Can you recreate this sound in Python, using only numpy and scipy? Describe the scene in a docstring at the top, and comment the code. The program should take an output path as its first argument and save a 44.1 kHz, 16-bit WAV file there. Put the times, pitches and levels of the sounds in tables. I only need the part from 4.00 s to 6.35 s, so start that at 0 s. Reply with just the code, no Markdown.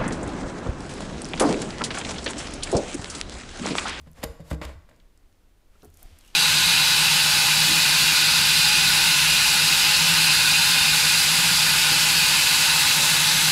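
"""Plastic rubs up cardboard, catches and knocks: a bucket is pulled from its box in a small quiet room.
Each rub is a stream of tiny slips; each knock sets the bucket ringing, over low booms of box and bucket.
After a lull the bucket brushes past a loose flap with hollow taps and is carried aside,
with ticks of creased plastic wrap, a soft rustle and one faint squeak."""
import sys
import numpy as np
from scipy import signal
from scipy.fft import rfft, irfft
from scipy.io import wavfile

SR = 44100
rng = np.random.default_rng(int(sys.argv[2]) if len(sys.argv) > 2 else 0)


def digitize_waveform(pressure):
    """Quantize a signal to 16-bit integers and store it at the path in sys.argv[1].

    Rows of a 2-D input are taken as channels; values are limited to [-1, 1].
    """
    field = np.atleast_2d(pressure).T
    bounded = np.clip(field, -1, 1)
    quanta = np.round(bounded * 32767).astype(np.int16)
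    wavfile.write(sys.argv[1], SR, quanta)


N = 103635

# colour of plastic on cardboard: f/Hz, gain/dB
CONTACT_EQ = [(30, -50), (100, 7.5), (170, 5.5), (300, 2.5), (375, -8.5), (480, 2.5), (620, 2.5),
              (740, -4.5), (1100, -3), (1300, -9.5), (2000, -9), (2600, -12.5), (4700, -19.5),
              (5800, -22.5), (7500, -24.5), (12000, -32), (15000, -39)]
# damped resonances of the bucket's shell: f/Hz, width/Hz, gain/dB
SHELL_PEAKS = [(453, 18.6, 6.5), (610, 100, -5.5), (1437, 290, -2), (1980, 100, 0.5), (2880, 90, -4),
               (3717, 156, 6), (4560, 270, 3), (5040, 144, 9.5), (6410, 65, -6), (7350, 520, 8.5),
               (8360, 130, 8.5), (9950, 510, 7.5), (11930, 1030, 11)]
# the notes the bucket rings with: f/Hz, level/dB, t60/s
BUCKET_MODES = [(160.5, -18.5, .2), (293, -26.5, 0.23), (311.8, -21, 0.16), (466.5, -22, 0.26),
                (568, -33, 0.15), (571, -20.5, 0.068), (651, -23, 0.12), (828, -29, 0.28),
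                (1120, -32.5, 0.43), (1590, -28, 0.21), (2036, -32, 0.12), (2915, -29, 0.11),
                (3660, -33.5, 0.084)]
# bucket hits box: t/s, level/dB, bass/dB, crack/dB, top/dB, crunch decay/s, ring/dB, favoured f/Hz
BUCKET_KNOCKS = [(.0618, -48, 9, 8, -15, 0.0085, -4, 610), (.071, -39, 8, -1.5, -3, 0.015, -1.5, 175),
                 (.230, -22, -14, 7, 3.5, 0.0092, -2.5, 455),
                 (.2358, -10.5, -6, -6.5, 2.5, 0.0049, -9.5, 587), (.2398, -17, -1, 2, 17, 0.003, -1, 242),
                 (.3965, -35, -7, -20, -7, 0.0025, 6.5, 590), (.402, -35, 6, -4.5, 0.5, 0.014, 3.5, 163),
                 (.5122, -16, 5, -1.5, -25, 0.0087, -4, 175), (.530, -22, -0.5, -10, 0, 0.0049, -1.5, 312),
                 (.545, -34, 1, 3, 8, 0.0046, -1, 460), (.6145, -19.5, -3.5, 5, -8.5, 0.0065, -3.5, 298),
                 (.650, -24.5, -10, 6.5, 9, 0.0038, -15, 302), (.692, -32, -4, 1, -6, 0.0072, 3, 586),
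                 (.889, -41, 3.5, 2.5, -1, 0.007, -6, 620), (.911, -43, 1, 5, -21, 0.0084, -0.5, 175),
                 (2.345, -46, 1, 24.5, 20, 0.002, 0, 610)]


def knock(level_db, bass_db, crack_db, top_db, decay, ring_db, spot_hz):
    """The bucket catches on the box: a short crunch of contact, then its modes ring on."""
    t = np.arange(SR // 2) / SR
    out = np.zeros(len(t))
    for hz, db, t60 in BUCKET_MODES:
        out += amp(db + ring_db + favour_db(hz, spot_hz) - 60 * t / t60) * np.sin(2 * np.pi * hz * t)
    crunch = burst(decay)
    crunch *= np.minimum(t[:len(crunch)] / 0.00062, 1)  # cardboard yields, softening the attack
    shell_db = 0.2 * (level_db + 20)  # harder knocks wake the shell more
    add(out, 0, resonate(colour(crunch, CONTACT_EQ), SHELL_PEAKS, shell_db))
    return tone(out, level_db, bass_db, crack_db, top_db)


# strokes up the box walls: t/s, rise/s, fall/s, level/dB, bass/dB, crack/dB, top/dB
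WALL_RUBS = [(0, 0.0026, 0.38, -54.5, 9.5, 0.5, 10.5), (.14, 0.043, 0.11, -39.5, -0.5, 2.5, 7.5),
             (.205, 0.042, 0.015, -26.5, -5, 0.5, -2), (.43, 0.055, 0.054, -42, -12, 1, 14),
             (.496, 0.015, 0.017, -31.5, -10.5, 3.5, 17.5), (.522, 0.0074, 0.032, -30, 4, 0.5, 4.5),
             (.616, 0.014, 0.054, -27, -7, 5.5, 2.5), (.66, 0.022, 0.085, -38.5, 1, 6.5, 4.5),
             (.87, 0.028, 0.26, -54.5, 4.5, 4, 2), (1.70, 0.038, 0.13, -58, -13, 6.5, 5),
             (1.96, 0.045, 0.31, -52.5, -1, -7, -9)]


def rub(rise, fall, *tone_db):
    """Plastic slips along cardboard in one swell; the shell flexes, so its resonances wander."""
    t = np.arange(0, rise + fall, 1 / SR)
    swell = np.interp(t, [0, rise, rise + fall], [0, 1, 0])
    slips = grains(SR, per_s=9000, spread_db=4)[:len(t)] * swell
    progress = t / (rise + fall)
    out, flex = 0, 0.07
    for fade in 1 - progress, progress:  # crossfade between two detunings of the shell
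        flexed = [(hz * (1 + flex * rng.uniform(-1.14, 1)), width, db) for hz, width, db in SHELL_PEAKS]
        out = out + resonate(colour(slips * fade, CONTACT_EQ), flexed, ring_db=-13.5)
    return tone(out, *tone_db)


# low booms of box and bucket: t/s, f/Hz, level/dB, rise/s, t60/s
LOW_BOOMS = [(0, 73.1, -44, 0.011, 0.86), (0.183, 62.5, -40.5, 0.009, 0.22),
             (.238, 56, -29.5, 0.029, 0.048), (0.286, 61.5, -30.5, 0.019, 0.062),
             (0.406, 70.6, -47.5, 0.014, 0.48), (.511, 66.4, -23, 0.015, 0.29),
             (0.637, 66.3, -30, 0.027, 0.35), (0.7503, 82.2, -39, 0.01, 0.25),
             (1.857, 151, -55.5, 0.011, 0.25), (1.862, 81.7, -47.5, 0.015, 0.47),
             (2.031, 29, -34.5, 0.025, 0.14), (2.107, 75.4, -43, 0.025, 0.15)]


def boom(hz, level_db, rise, t60):
    """A low note swells and dies away."""
    t = np.arange(SR) / SR
    envelope = np.minimum(t / rise, 1) * amp(level_db - 60 * np.maximum(t - rise, 0) / t60)
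    return -envelope * np.sin(2 * np.pi * hz * t)


# dull body of the flap: f/Hz, gain/dB
FLAP_EQ = [(60, -5.5), (230, 2), (600, -6.5), (900, -12), (1500, -8.5), (2200, -28), (12000, -27)]
# its hollow resonances: f/Hz, width/Hz, gain/dB
FLAP_PEAKS = [(298.5, 10, -0.5), (416, 19, 4.5), (517, 18, -2), (731, 44, 12), (1350, 240, -4)]
# bucket brushes flap: t/s, level/dB, rise/s, decay/s, crack/dB, favoured f/Hz
FLAP_HITS = [(1.751, -41.5, 0.0072, 0.0067, 7, 1310), (1.830, -31, 0.0012, 0.017, -3, 423),
             (1.851, -32.5, 0.0026, 0.0108, -13, 317), (2.019, -38, 0.0048, 0.013, -9, 714),
             (2.051, -38.5, 0.0062, 0.011, -12, 735)]


def flap(level_db, rise, decay, crack_db, spot_hz):
    """A soft, hollow tap on the loose cardboard flap."""
    tap = burst(decay)
    tap *= np.minimum(np.arange(len(tap)) / SR / rise, 1)
    peaks = [(hz, width, db + favour_db(hz, spot_hz)) for hz, width, db in FLAP_PEAKS]
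    return tone(resonate(colour(tap, FLAP_EQ), peaks), level_db, 0, crack_db, 0)


# plastic wrap ticks: t/s, level/dB, centre f/Hz, decay/s
WRAP_TICKS = [(.0135, -46.5, 10500, 0.00057), (.1153, -47, 12800, 0.0016), (.1325, -42, 7360, 0.00037),
              (.8955, -50.5, 7800, .001), (.9625, -52.5, 7300, 0.00084), (1.0, -46, 3000, 0.003),
              (1.1755, -48, 6800, 0.0014), (1.327, -51.5, 4630, .0008), (1.8215, -43, 3830, 0.0015),
              (1.8305, -50, 13000, 0.0014), (1.8472, -39.5, 8650, 0.00089), (1.852, -49, 12500, 0.004),
              (1.9025, -48, 11100, 0.00077), (1.9405, -49.5, 8240, 0.0057), (1.972, -37, 9100, 0.00057),
              (2.029, -34, 12800, 0.002), (2.1875, -40.5, 8700, 0.0021), (2.210, -40, 4960, 0.001),
              (2.249, -45, 8000, .001), (2.262, -50, 8600, .002), (2.277, -45.5, 7600, 0.0036)]


def tick(level_db, centre_hz, decay, octaves=0.59, ripple_db=4.5):
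    """One crease of the wrap snaps, with its own uneven colour."""
    hz = np.geomspace(1000, 16000, 48)
    hump_db = -10 * np.log10(1 + (np.log2(hz / centre_hz) / octaves) ** 4)
    crease_db = hump_db + ripple_db * np.clip(rng.standard_normal(len(hz)), -1.5, 1.5)
    # the ripple changes the colour but not the power
    crease_db -= 10 * np.log10(np.sum(hz * amp(crease_db) ** 2) / np.sum(hz * amp(hump_db) ** 2))
    return amp(level_db) * colour(burst(decay), [(100, -45), *zip(hz, crease_db)])


# colour of wrap and sleeve: f/Hz, gain/dB
RUSTLE_EQ = [(100, 5), (700, -3), (1500, -3), (3200, -1.5), (5500, -6), (8000, -9.5), (13000, -13.5),
             (16000, -26)]
# their rustle through the carry: t/s, level/dB, brightness/dB
RUSTLE_RIDE = [(1.65, -85, 14), (1.82, -65, 3), (1.92, -70, 6), (2.0, -57, 8.5), (2.08, -61, 0.5),
               (2.18, -62, -2), (2.27, -58.5, 4), (2.35, -60.5, -5)]


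def rustle():
    """Fine crinkling that grows, and dulls, as the bucket swings aside."""
    times, level_db, bright_db = np.transpose(RUSTLE_RIDE)
    t = np.arange(N) / SR
    crinkle = unit(colour(grains(N, per_s=5000, spread_db=3.2), RUSTLE_EQ)[:N])
    highs = signal.sosfiltfilt(signal.butter(2, 7000, "high", fs=SR, output="sos"), crinkle)
    tilt = amp(np.interp(t, times, bright_db) / 2)
    envelope = amp(np.interp(t, times, level_db)) * (t > times[0])
    return ((crinkle - highs) / tilt + highs * tilt) * envelope


def squeak(length, hz, width_hz, rise_hz_per_s, level_db):
    """Fast slips excite one narrow, slowly rising resonance."""
    t = np.arange(0, length, 1 / SR)
    slips = np.exp(2j * np.pi * rng.random(SR))
    flutter = signal.lfilter([1], [1, -np.exp(-np.pi * width_hz / SR)], slips)[:len(t)]
    glide = np.exp(2j * np.pi * np.cumsum(hz + rise_hz_per_s * t) / SR)
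    return amp(level_db) * unit((flutter * glide).real) * np.sin(np.pi * t / length)


# reverb time: f/Hz, t60/s
ROOM_DECAY = [(80, 1), (300, 0.25), (1000, 0.77), (3000, 0.63), (7000, 0.57), (14000, 0.32)]
# reverb return: f/Hz, level/dB
ROOM_RETURN = [(100, -6.5), (500, -9), (2500, -12.5), (7000, -13), (14000, -17.5)]


def room(x, predelay_s=0.006):
    """Dense reflections of a small hard-floored room, each band dying at its own speed."""
    hz, t, bands = signal.stft(rng.choice([-1., 1.], SR // 2), SR, nperseg=256)
    t60 = read(ROOM_DECAY, hz)[:, None]
    bands *= amp(read(ROOM_RETURN, hz)[:, None] - 60 * t / t60)
    bands *= np.sqrt(2 * np.log(1000) / t60 / SR)  # a longer tail gains no energy
    tail = signal.istft(bands, SR, nperseg=256)[1]
    out = np.zeros(N)
    add(out, predelay_s, signal.fftconvolve(x, tail))
    return out


# colour of the room tone: f/Hz, gain/dB
ROOM_TONE_EQ = [(8, -0.5), (22, -4), (37, 3), (52, -13.5), (72, -10), (115, -21), (170, -24.5), (320, -22),
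                (480, -28), (900, -33.5), (2000, -36.5), (6000, -42.5), (15500, -47)]


def room_tone(level_db):
    """A steady bed of low rumble and faint hiss."""
    hz = np.fft.rfftfreq(N, 1 / SR)
    spectrum = np.exp(2j * np.pi * rng.random(len(hz))) * amp(read(ROOM_TONE_EQ, hz))
    return amp(level_db) * unit(irfft(spectrum, N))


# centres of the bass, mid, crack and top bands: f/Hz
TONE_BANDS = [160, 500, 2200, 12000]


def tone(x, level_db, bass_db, crack_db, top_db):
    """Gives one contact its strength and hardness."""
    return amp(level_db) * colour(x, list(zip(TONE_BANDS, [bass_db, 0, crack_db, top_db])))


def favour_db(hz, spot_hz, octaves=0.2):
    """The spot that is struck lifts modes near spot_hz and holds back the rest."""
    return -5 + 14 * np.exp(-(np.log2(hz / spot_hz) / octaves) ** 2)


def burst(decay, size=4096):
    """A sudden, quickly dying rattle with an even spectrum."""
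    fade = np.exp(-np.arange(size) / SR / decay)
    x = rng.standard_normal(size) * fade
    for _ in range(5):
        whitened = irfft(np.exp(1j * np.angle(rfft(x))))
        x = whitened * np.sqrt(np.minimum(2 * np.sqrt(fade), 1))
    return unit(x) / unit(fade).max()


def grains(n, per_s, spread_db):
    """Tiny slips of uneven size over a smooth hiss."""
    size = amp(spread_db * np.minimum(rng.exponential(1, n), 4))
    slips = size * rng.choice([-1, 1], n) * (rng.random(n) < per_s / SR)
    return unit(unit(slips) + 0.9 * rng.standard_normal(n))


def resonate(x, peaks, ring_db=0):
    """Adds damped resonances to a sound."""
    return x + sum(amp(db + ring_db) * signal.lfilter(*signal.iirpeak(hz, hz / width, SR), x)
                   for hz, width, db in peaks)


def colour(x, points, size=4096):
    """Minimum-phase EQ through points of f/Hz, gain/dB."""
    log_gain = np.log(amp(read(points, abs(np.fft.fftfreq(size, 1 / SR)))))
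    taps = np.fft.ifft(np.exp(np.conj(signal.hilbert(log_gain)))).real
    return signal.fftconvolve(x, taps[:size // 2])


def read(points, hz):
    """Reads a table on a log-frequency axis."""
    f, value = np.transpose(points)
    return np.interp(np.log(hz + 1), np.log(f + 1), value)


def amp(db):
    """Decibels to gain."""
    return 10 ** (np.asarray(db) / 20)


def unit(x):
    """Scales to rms 1."""
    return x / np.sqrt(np.mean(x ** 2) + 1e-20)


def add(mix, start_s, sound):
    """Mixes a sound in at its cue."""
    part = mix[max(round(start_s * SR), 0):][:len(sound)]
    part += sound[:len(part)]


def scene(count=3):
    """Mono mix. Contacts take turns among three reverb tails, so no one ring repeats."""
    sends, booms = np.zeros((count, N)), np.zeros(N)
    sends[0] += rustle()
    add(sends[1], 2.215, squeak(length=0.115, hz=2745, width_hz=90, rise_hz_per_s=1710, level_db=-65))
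    for cues, source in (BUCKET_KNOCKS, knock), (WALL_RUBS, rub), (FLAP_HITS, flap), (WRAP_TICKS, tick):
        for k, (start_s, *settings) in enumerate(cues):
            add(sends[k % count], start_s, source(*settings))
    for start_s, *settings in LOW_BOOMS:
        add(booms, start_s, boom(*settings))
    return (sum(x + room(x) for x in sends) + booms + room_tone(level_db=-55.5))[None]


def record(dry, cutoff_hz=15600):
    """A steep low-pass trims the very top of the mix."""
    lowpass = signal.firwin(401, cutoff_hz, window=("kaiser", 8), fs=SR)
    return signal.oaconvolve(dry, lowpass[None], "same")


dry = scene()
out = record(dry)
digitize_waveform(out)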